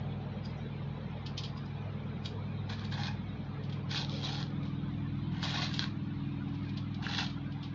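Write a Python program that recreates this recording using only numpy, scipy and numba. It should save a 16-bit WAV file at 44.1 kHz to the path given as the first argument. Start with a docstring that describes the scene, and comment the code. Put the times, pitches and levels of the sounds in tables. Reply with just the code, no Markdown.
"""Unwrapping a foam mat on a porch

A paper sticker band is slit, picked at and torn off a rolled foam mat in seven short rips;
after the cut, the knife clatters to the floor. Each rip is a stream of tiny breaks in fibre
and glue that make the loose sheet ring, and the stiff paper snaps and crinkles now and then.
A slow engine throbs some way off, over the wash of a distant street."""
import sys
import numpy as np
from scipy import signal
from scipy.fft import rfft, irfft
from scipy.io import wavfile
from scipy.ndimage import uniform_filter1d, map_coordinates
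from numba import njit

SR = 44100
rng = np.random.default_rng(int(sys.argv[2]) if len(sys.argv) > 2 else 0)


def transcribe(signal):
    """Save signal, clipped to [-1, 1], as a 16-bit WAV file at the path in sys.argv[1]."""
    frames = np.atleast_2d(signal).T
    limited = np.clip(frames, -1, 1)
    pcm = np.round(limited * 32767).astype(np.int16)
    wavfile.write(sys.argv[1], SR, pcm)


N = 341334
T = np.arange(N) / SR


def gain(db):
    """Turn decibels into a number to multiply by."""
    return 10 ** (np.asarray(db) / 20)


def unit(x):
    """Scale a signal to an average power of 1."""
    return x / np.sqrt(np.mean(x ** 2))


def curve(rows):
    """Join (time, value) points with straight lines."""
    return np.interp(T, *np.transpose(rows))


def ramp(start_s, length_s):
    """Rise evenly from 0 to 1."""
    return np.clip((T - start_s) / length_s, 0, 1)


def noise():
    """White noise: an even hiss."""
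    return rng.standard_normal(N)


def wander(per_s):
    """Slide between random values, about 1 in size, per_s times a second."""
    hold = max(int(SR / per_s), 2)
    steps = np.repeat(rng.standard_normal(N // hold + 2), hold)
    return unit(uniform_filter1d(steps, hold)[rng.integers(hold):][:N])


def colour(x, points, size=8192):
    """Shape the tone with (frequency, level) points, fading steeply outside them."""
    hz, db = np.transpose(points)
    bin_hz = np.arange(size // 2 + 1) * SR / size
    octave, knots = np.log2(np.maximum(bin_hz, 1)), np.log2(hz)
    octaves_outside = np.abs(octave - np.clip(octave, knots[0], knots[-1]))
    gain_db = np.interp(octave, knots, db) - 30 * octaves_outside
    # folding the cepstrum makes a filter that rings only after a click, never before it
    cepstrum = irfft(np.log(gain(np.maximum(gain_db, -90))))
    cepstrum[1:size // 2] *= 2
    cepstrum[size // 2 + 1:] = 0
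    response = irfft(np.exp(rfft(cepstrum)))
    return signal.fftconvolve(x, response / np.linalg.norm(response))[:N]


def flicker(x, patch_hz, patch_s, depth_db):
    """Let narrow bands of the sound swell and sink at random, each on its own."""
    frames = dict(nperseg=1024, noverlap=768)
    hz, s, bands = signal.stft(x, SR, **frames)
    chance = rng.standard_normal((256, 512))
    patches = np.meshgrid(hz / patch_hz, s / patch_s, indexing="ij")
    swell = map_coordinates(chance, patches, order=2, mode="wrap")
    return signal.istft(bands * unit(gain(depth_db * swell)), SR, **frames)[1][:N]


def ring(x, tones):
    """Let x strike (frequency, width, level) tones; the narrower a tone, the longer it rings."""
    age = T[:2048]
    response = sum(gain(db) * width * np.exp(-np.pi * width * age) * np.sin(2 * np.pi * hz * age)
                   for hz, width, db in tones)
    return signal.fftconvolve(x, response / np.linalg.norm(response))[:N]


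def touches(rows, lead_db=-12, lead_s=0.0047):
    """The force of brief contacts: a light touch, then a burst that dies away."""
    force = 0
    for s, db, fade_s in rows:
        gap = np.minimum(np.abs(T - s), 1)
        lead_in = gain(lead_db) * np.exp(-gap / lead_s)
        force = force + gain(db) * np.where(T < s, lead_in, np.exp(-gap / fade_s))
    return force


def tiny_breaks(per_s, spread_db, even_s):
    """Dense clicks, many small and a few large, with about equal energy in every even_s seconds."""
    sizes = gain(spread_db * np.minimum(rng.exponential(size=N), 4))
    clicks = (rng.random(N) < per_s / SR) * sizes * np.sign(noise())
    local_power = np.abs(uniform_filter1d(clicks ** 2, int(even_s * SR)))
    return clicks / np.sqrt(local_power + 1e-9)


def spurt(start_s, length_s, db, swell_db, rise_db_per_s=1108.5, fall_db_per_s=330):
    """A loudness shape that catches quickly, swells or sags, then dies as the pull slackens."""
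    early_s, late_s = np.clip(start_s - T, 0, 1), np.clip(T - start_s - length_s, 0, 1)
    held_db = db + swell_db * (ramp(start_s, length_s) - .5)
    return gain(held_db - rise_db_per_s * early_s - fall_db_per_s * late_s)


# Levels in all tables are relative: the functions scale them further.
# how loud the engine is (time [s], level [dB])
ENGINE_LOUDNESS = [(0.1, -39), (1.87, -40.5), (2.82, -38.5), (3.78, -40), (5.68, -38), (7.56, -40.5),
                   (7.6, -42.5)]
# the exhaust note, dull and bright (multiple of the cycle rate, level [dB])
DULL_NOTE = [(1, -31.5), (2, -27), (3, -7.5), (4, -28.5), (5, 2.5), (6, -15), (7, 3), (8, -8), (9, -13),
             (10, -5.5), (11, -5.5), (12, -30), (13, -17.5), (14, -18), (15, -37), (16, -28.5), (17, -28),
             (18, -31.5), (19, -36), (20, -31.5), (21, -20.5), (22, -25), (23, -26.5)]
BRIGHT_NOTE = [(1, -47.5), (2, -33.5), (3, -8), (4, -24.5), (5, 2), (6, -14.5), (7, 4.5), (8, -5.5),
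               (9, -1), (10, -2), (11, -8), (12, -29.5), (13, -22.5), (14, -2), (15, -19), (16, -10),
               (17, -20), (18, -36.5)]
# the low rumble around that note (frequency [Hz], level [dB])
RUMBLE_COLOUR = [(25, -29.5), (44, -25.5), (54, -17), (78, -13), (110, -5), (150, -6), (175, -3), (215, -4),
                 (260, -14), (340, -16), (480, -48)]


def engine(cycle_hz=20.16, smear=0.19, waver_db=1.53, rumble_db=-7, boost_db=1):
    """Repeated firing makes a wavering note; the way round the houses smears each beat."""
    phase = 2 * np.pi * cycle_hz * T + 0.044 * wander(11)
    brightness = ramp(start_s=2.2, length_s=1.98)
    bright_db = dict(BRIGHT_NOTE)
    note = 0
    for k, dull_db in DULL_NOTE:
        db = (1 - brightness) * dull_db + brightness * bright_db.get(k, -32) + waver_db * wander(3.7)
        note = note + gain(db) * np.cos(k * phase - smear * k * k)
    rumble = gain(rumble_db) * colour(noise(), RUMBLE_COLOUR)
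    return (unit(note) + rumble) * gain(curve(ENGINE_LOUDNESS) + boost_db)


# the street's wash, its faint drone and the background hiss (frequency [Hz], level [dB])
STREET_COLOUR = [(280, -17.5), (400, 4.5), (620, -1.5), (800, 0), (1150, -13.5), (1600, -15), (2600, -26)]
DRONE_COLOUR = [(340, -14), (385, -10), (430, 5), (480, -1), (540, -4.5)]
HISS_COLOUR = [(400, -5.5), (600, -5), (1000, 2.5), (1450, -3), (1950, -6.5), (2400, -3), (2750, -10),
               (3200, -7.5), (3900, -7.5), (4300, -15), (4700, -22), (5500, -25.5), (6500, -34.5),
               (7500, -52)]
# how loud the wash is (time [s], level [dB])
STREET_LOUDNESS = [(0.02, -49.5), (0.72, -54.5), (3.57, -56), (7.7, -57.5)]
# broad swells of the drone (middle [s], half length [s], level [dB])
SWELLS = [(0.508, 1.1, -56.5), (2.26, 0.61, -54.5), (4.11, 0.74, -52)]


def outdoors(drop_db=6, drone_db=-2, hiss_db=-54.5):
    """A faint background hiss flickers finely; a far street drones and fades as traffic moves off."""
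    leaving = ramp(start_s=4.4, length_s=0.56)
    wash = colour(noise(), STREET_COLOUR) * gain(curve(STREET_LOUDNESS) - drop_db * leaving)
    swells = sum(gain(db + drone_db) * np.exp(-((T - s) / half_s) ** 2) for s, half_s, db in SWELLS)
    drone = colour(noise(), DRONE_COLOUR) * swells
    hiss = flicker(colour(noise(), HISS_COLOUR), patch_hz=90, patch_s=.03, depth_db=5)
    street = flicker(wash + drone, patch_hz=46, patch_s=.045, depth_db=4.2)
    return street + hiss * gain(hiss_db)


# the blade cuts, and later scrapes in its holder (time [s], level [dB], fade [s], pitch [Hz])
BLADE_SQUEAKS = [(.456, -49.5, 0.008, 4840), (.506, -64, .006, 4970), (.58, -66, 0.015, 5700),
                 (1.577, -54, .01, 4870), (1.661, -59, 0.006, 4930)]
# the knife hits the floor (time [s], level [dB], fade [s])
FLOOR_HITS = [(1.262, -39.5, 0.011), (1.378, -32.5, .012), (1.435, -39.5, 0.02)]
# the ring of its plastic holder (frequency [Hz], width [Hz], level [dB])
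HOLDER_TONES = [(2680, 110, -1), (3190, 55, 1), (3370, 37, -8), (4050, 58, -24), (4420, 80, -7),
                (4870, 59, -1)]
# gritty scraping, by knife or fingernail (frequency [Hz], level [dB])
SCRAPE_COLOUR = [(900, -23.5), (2100, -7.5), (2700, 3.5), (3250, 10), (4400, 5), (5200, -1), (6000, -9),
                 (6800, -17.5), (7500, -30.5)]


def knife(squeak_width_hz=180, scrape_db=-5, holder_db=-5.5):
    """The thin steel blade squeaks; on the floor the knife chatters on grit and its holder rings."""
    blade = 0
    for s, db, fade_s, hz in BLADE_SQUEAKS:
        stroke = touches([(s, db, fade_s)], lead_db=-2.5, lead_s=0.01) * noise()
        squeak = ring(stroke, [(hz, squeak_width_hz, 0)])
        blade = blade + squeak + gain(scrape_db) * colour(stroke, SCRAPE_COLOUR)
    chatter = touches(FLOOR_HITS) * noise()
    return blade + colour(chatter, SCRAPE_COLOUR) + gain(holder_db) * ring(chatter, HOLDER_TONES)


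# sharp snaps of the paper (time [s], level [dB], sheet compared with edge [dB])
PAPER_SNAPS = [(2.258, -20, -25), (2.734, -27, -16), (2.795, -30, -14), (2.853, -30.5, -14),
               (2.925, -25, -14), (2.94, -26, -10), (2.978, -36, 10), (3.035, -19.5, -17),
               (3.07, -19.5, -17), (3.9114, -29, -12), (3.9462, -21, 1.5), (4.048, -21, -24),
               (4.0958, -27, -24), (4.428, -22.5, -9), (4.468, -35, -18), (5.429, -22, 3),
               (5.6198, -24, -1), (5.657, -22, -9), (5.743, -18.5, -28), (5.7932, -8.5, -8.5),
               (5.8413, -21, 0), (7.028, -33.5, 6), (7.0663, -32, 16), (7.137, -19.5, -4),
               (7.1867, -25, 5.5)]
# the tone of a snap, and of the loose sheet in snaps and rips (frequency [Hz], level [dB])
SNAP_COLOUR = [(2000, -20), (2900, -9.5), (3300, 4), (4300, 3), (4900, -10), (5600, -8), (6500, -23),
               (7200, -54)]
SHEET_COLOUR = [(450, 1.5), (650, -19), (850, 3), (1200, 5.5), (1600, 13), (2000, 5.5), (2400, -11),
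                (3200, -11)]


def snaps(boost_db=4, fade_s=.003):
    """A larger piece of paper lets go at once, and a few fibres follow it."""
    edge, sheet = np.zeros(N), np.zeros(N)
    age = T[:2048]
    for s, db, sheet_db in PAPER_SNAPS:
        snap = .06 * rng.standard_normal(len(age)) * np.exp(-age / fade_s)
        snap[0] = -1  # the first big break
        span = slice(int(s * SR), int(s * SR) + len(age))
        edge[span] += snap * gain(db + boost_db)
        sheet[span] += snap * gain(db + boost_db + sheet_db)
    return colour(edge, SNAP_COLOUR) + colour(sheet, SHEET_COLOUR)


# the stiff paper buckles (start [s], length [s], level [dB], swell [dB])
BUCKLES = [(2.262, 0.003, -42.5, -14.5), (2.849, 0.0086, -51, -9), (2.922, .022, -51.5, -8),
           (5.428, 0.0089, -38.5, 6), (5.493, 0.011, -45, 9), (5.737, 0.0084, -43.5, -1),
           (5.771, 0.042, -49.5, 5)]
# how it rings (frequency [Hz], width [Hz], level [dB])
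CRINKLE_TONES = [(3360, 210, 10), (3780, 250, 11.5), (4440, 140, 8.5), (4810, 57, 10), (4770, 84, -45)]


def crinkles():
    """Small creases pop one after another and make the stiff paper ring."""
    pops = tiny_breaks(per_s=1100, spread_db=2.5, even_s=.012)
    loudness = sum(spurt(*row) for row in BUCKLES)
    return ring(pops * loudness, CRINKLE_TONES)


# spurts of tearing, one list per pull
# (start [s], length [s], level [dB], swell [dB], sheet compared with edge [dB])
PULLS = [
    [(2.698, 0.0056, -44.5, 1.5, 1), (2.72, 0.033, -65, 11, -10), (2.79, 0.043, -56, -1.5, 1)],
    [(2.924, 0.02, -47, -0.5, 3), (2.982, 0.099, -46, 0.5, 0.5)],
    [(3.91, 0.02, -40.5, -3, -5.5), (3.946, 0.066, -38, -3.5, -8)],
    [(4.095, 0.12, -47.5, 2, -15), (4.235, 0.072, -41, -1, -5), (4.335, 0.071, -45.5, 1.5, -3.5)],
    [(5.32, 0.075, -58.5, 10, 5), (5.436, 0.11, -43.5, -5.5, -0.5), (5.545, 0.059, -39.5, 0.5, -2),
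     (5.622, 0.034, -40.5, -5.5, -4)],
    [(5.69, 0.022, -53.5, 5, 1), (5.74, 0.033, -51.5, -2.5, 0), (5.8, 0.028, -47, 6.5, 0.5)],
    [(7.03, 0.027, -47.5, 4, 4), (7.09, 0.061, -42.5, 6.5, -0.5), (7.183, 0.018, -35.5, -3.5, 0.5),
     (7.218, 0.018, -45.5, 4, -5.5), (7.3, 0.015, -55, -8, -23)],
]
# the sheet rings differently in each pull, one list each (frequency [Hz], width [Hz], level [dB])
SHEET_TONES = [
    [(895, 120, -3), (1740, 87, -2), (2430, 89, -7)],
    [(850, 85, 3.5), (1780, 94, -3.5), (2130, 87, -7.5), (2530, 68, -2.5)],
    [(842, 68, 5.5), (1570, 120, -2), (2200, 200, -8), (2590, 140, -2)],
    [(790, 65, 8.5), (1330, 140, -2), (3230, 140, -7), (4160, 110, 6)],
    [(790, 200, 7.5), (1440, 240, -2), (1890, 120, 4.5), (2830, 230, 3)],
    [(860, 650, -11), (1800, 200, -4), (2750, 180, -5.5)],
    [(770, 107, 4.5), (1550, 620, -3.5), (2750, 280, 3)],
]
# its pitch slides as it lengthens or tightens, one value per pull (slide [octaves/s])
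SHEET_SLIDES = [-0.14, -0.16, 0, 0.53, -0.53, -0.081, -0.35]
# the rasp of the tearing edge (frequency [Hz], level [dB])
EDGE_COLOUR = [(1500, -37), (2400, -10), (2950, -10), (3300, 0.5), (3600, -1), (4200, -0.5), (4650, -6.5),
               (5100, -9), (5700, -13.5), (6500, -18.5), (7300, -36)]


def rips(edge_db=-0.9, sheet_db=-7, ring_db=-1, catch_db=2, crossing_s=.0025):
    """The tear catches and runs; each tiny break sounds at the edge and shakes the loose sheet."""
    fibres = tiny_breaks(per_s=3600, spread_db=2.7, even_s=.02) * unit(gain(catch_db * wander(240)))
    edge, sheet, ringing = 0, 0, 0
    for pull, tones, slide in zip(PULLS, SHEET_TONES, SHEET_SLIDES):
        shake = 0
        for start_s, length_s, db, swell_db, shake_db in pull:
            tear = fibres * spurt(start_s, length_s, db, swell_db)
            edge = edge + tear
            shake = shake + tear * gain(shake_db)
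        first_s, last_s = pull[0][0], pull[-1][0] + pull[-1][1]
        since_middle_s = np.clip(T, first_s, last_s) - np.average(T, weights=shake ** 2)
        sheet = sheet + shake
        ringing = ringing + flexing_sheet(shake, tones, slide * since_middle_s)
    # the ringing builds a moment later, once the bending wave has crossed the sheet
    ringing = np.roll(ringing, int(crossing_s * SR))
    body = gain(sheet_db) * colour(sheet, SHEET_COLOUR) + gain(ring_db) * ringing
    rasp = gain(edge_db) * colour(edge, EDGE_COLOUR)
    return flicker(rasp + body, patch_hz=220, patch_s=.014, depth_db=3)


def flexing_sheet(shake, tones, slide_octaves, bend=.018, bends_per_s=18):
    """The sheet's ringing tones slide with the pull and waver as it flexes."""
    tuning = 2 ** slide_octaves * (1 + bend * wander(bends_per_s))
    power = sum(gain(db) ** 2 * np.pi * width / SR for hz, width, db in tones)
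    ringing = sum((-1) ** k * gain(db) * resonate(shake, hz * tuning, float(width))
                  for k, (hz, width, db) in enumerate(tones))
    return ringing / np.sqrt(power)


@njit
def resonate(x, hz, width):
    """A filter that passes one band of sound around a moving pitch."""
    passed, band_state, low_state = np.empty(len(x)), 0., 0.
    for i in range(len(x)):
        step, damping = np.tan(np.pi * hz[i] / SR), width / hz[i]
        band = (band_state + step * (x[i] + 1e-18 - low_state)) / (1 + step * (step + damping))
        band_state = 2 * band - band_state
        low_state += 2 * step * band
        passed[i] = damping * band
    return passed


# fingers pick at the sticker and brush it (time [s], level [dB], fade [s])
PICKS = [(3.637, -53, .012), (3.696, -48, 0.006), (3.725, -47, 0.0074), (4.503, -53.5, .005),
         (4.631, -53, 0.0054), (4.653, -54, 0.028), (6.63, -60.5, 0.0051), (6.693, -52, 0.0081),
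         (6.772, -43.5, 0.012), (6.944, -45, 0.0064), (7.521, -52.5, 0.011), (7.628, -48.5, 0.029)]
# between pulls they feel for a loose corner (start [s], end [s])
SEARCHES = [(3.62, 3.76), (6.44, 6.8)]


def fingers(rub_db=-65, uneven_db=7, touches_per_s=60):
    """Nails scratch up bright bursts of fine grit, and fingertips rub faintly and unevenly."""
    searching = sum((T > start_s) & (T < end_s) for start_s, end_s in SEARCHES)
    rubbing = searching * gain(rub_db) * unit(gain(uneven_db * wander(touches_per_s)))
    return colour((touches(PICKS) + rubbing) * noise(), SCRAPE_COLOUR)


def porch(x, fade_s=0.2, echo_db=-7, delay_s=0.0056):
    """Tiled wall, door and steps return a short, dense echo that falls 60 dB in fade_s."""
    age = T[:SR // 2]
    tail = rng.standard_normal(len(age)) * np.exp(-np.log(1000) * age / fade_s) * (age > delay_s)
    echo = signal.fftconvolve(x, tail / np.linalg.norm(tail))[:N]
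    return (x + gain(echo_db) * echo) / np.sqrt(1 + gain(echo_db) ** 2)


def scene():
    """Paper and knife close by, engine and street behind, in one channel."""
    close_by = rips() + crinkles() + snaps() + fingers() + knife()
    return (porch(close_by) + engine() + outdoors())[None]


def record(dry):
    """A phone microphone cuts off the highest treble."""
    top_hz = 7150
    return signal.sosfilt(signal.ellip(8, .2, 70, top_hz, fs=SR, output="sos"), dry)


dry = scene()
out = record(dry)
transcribe(out)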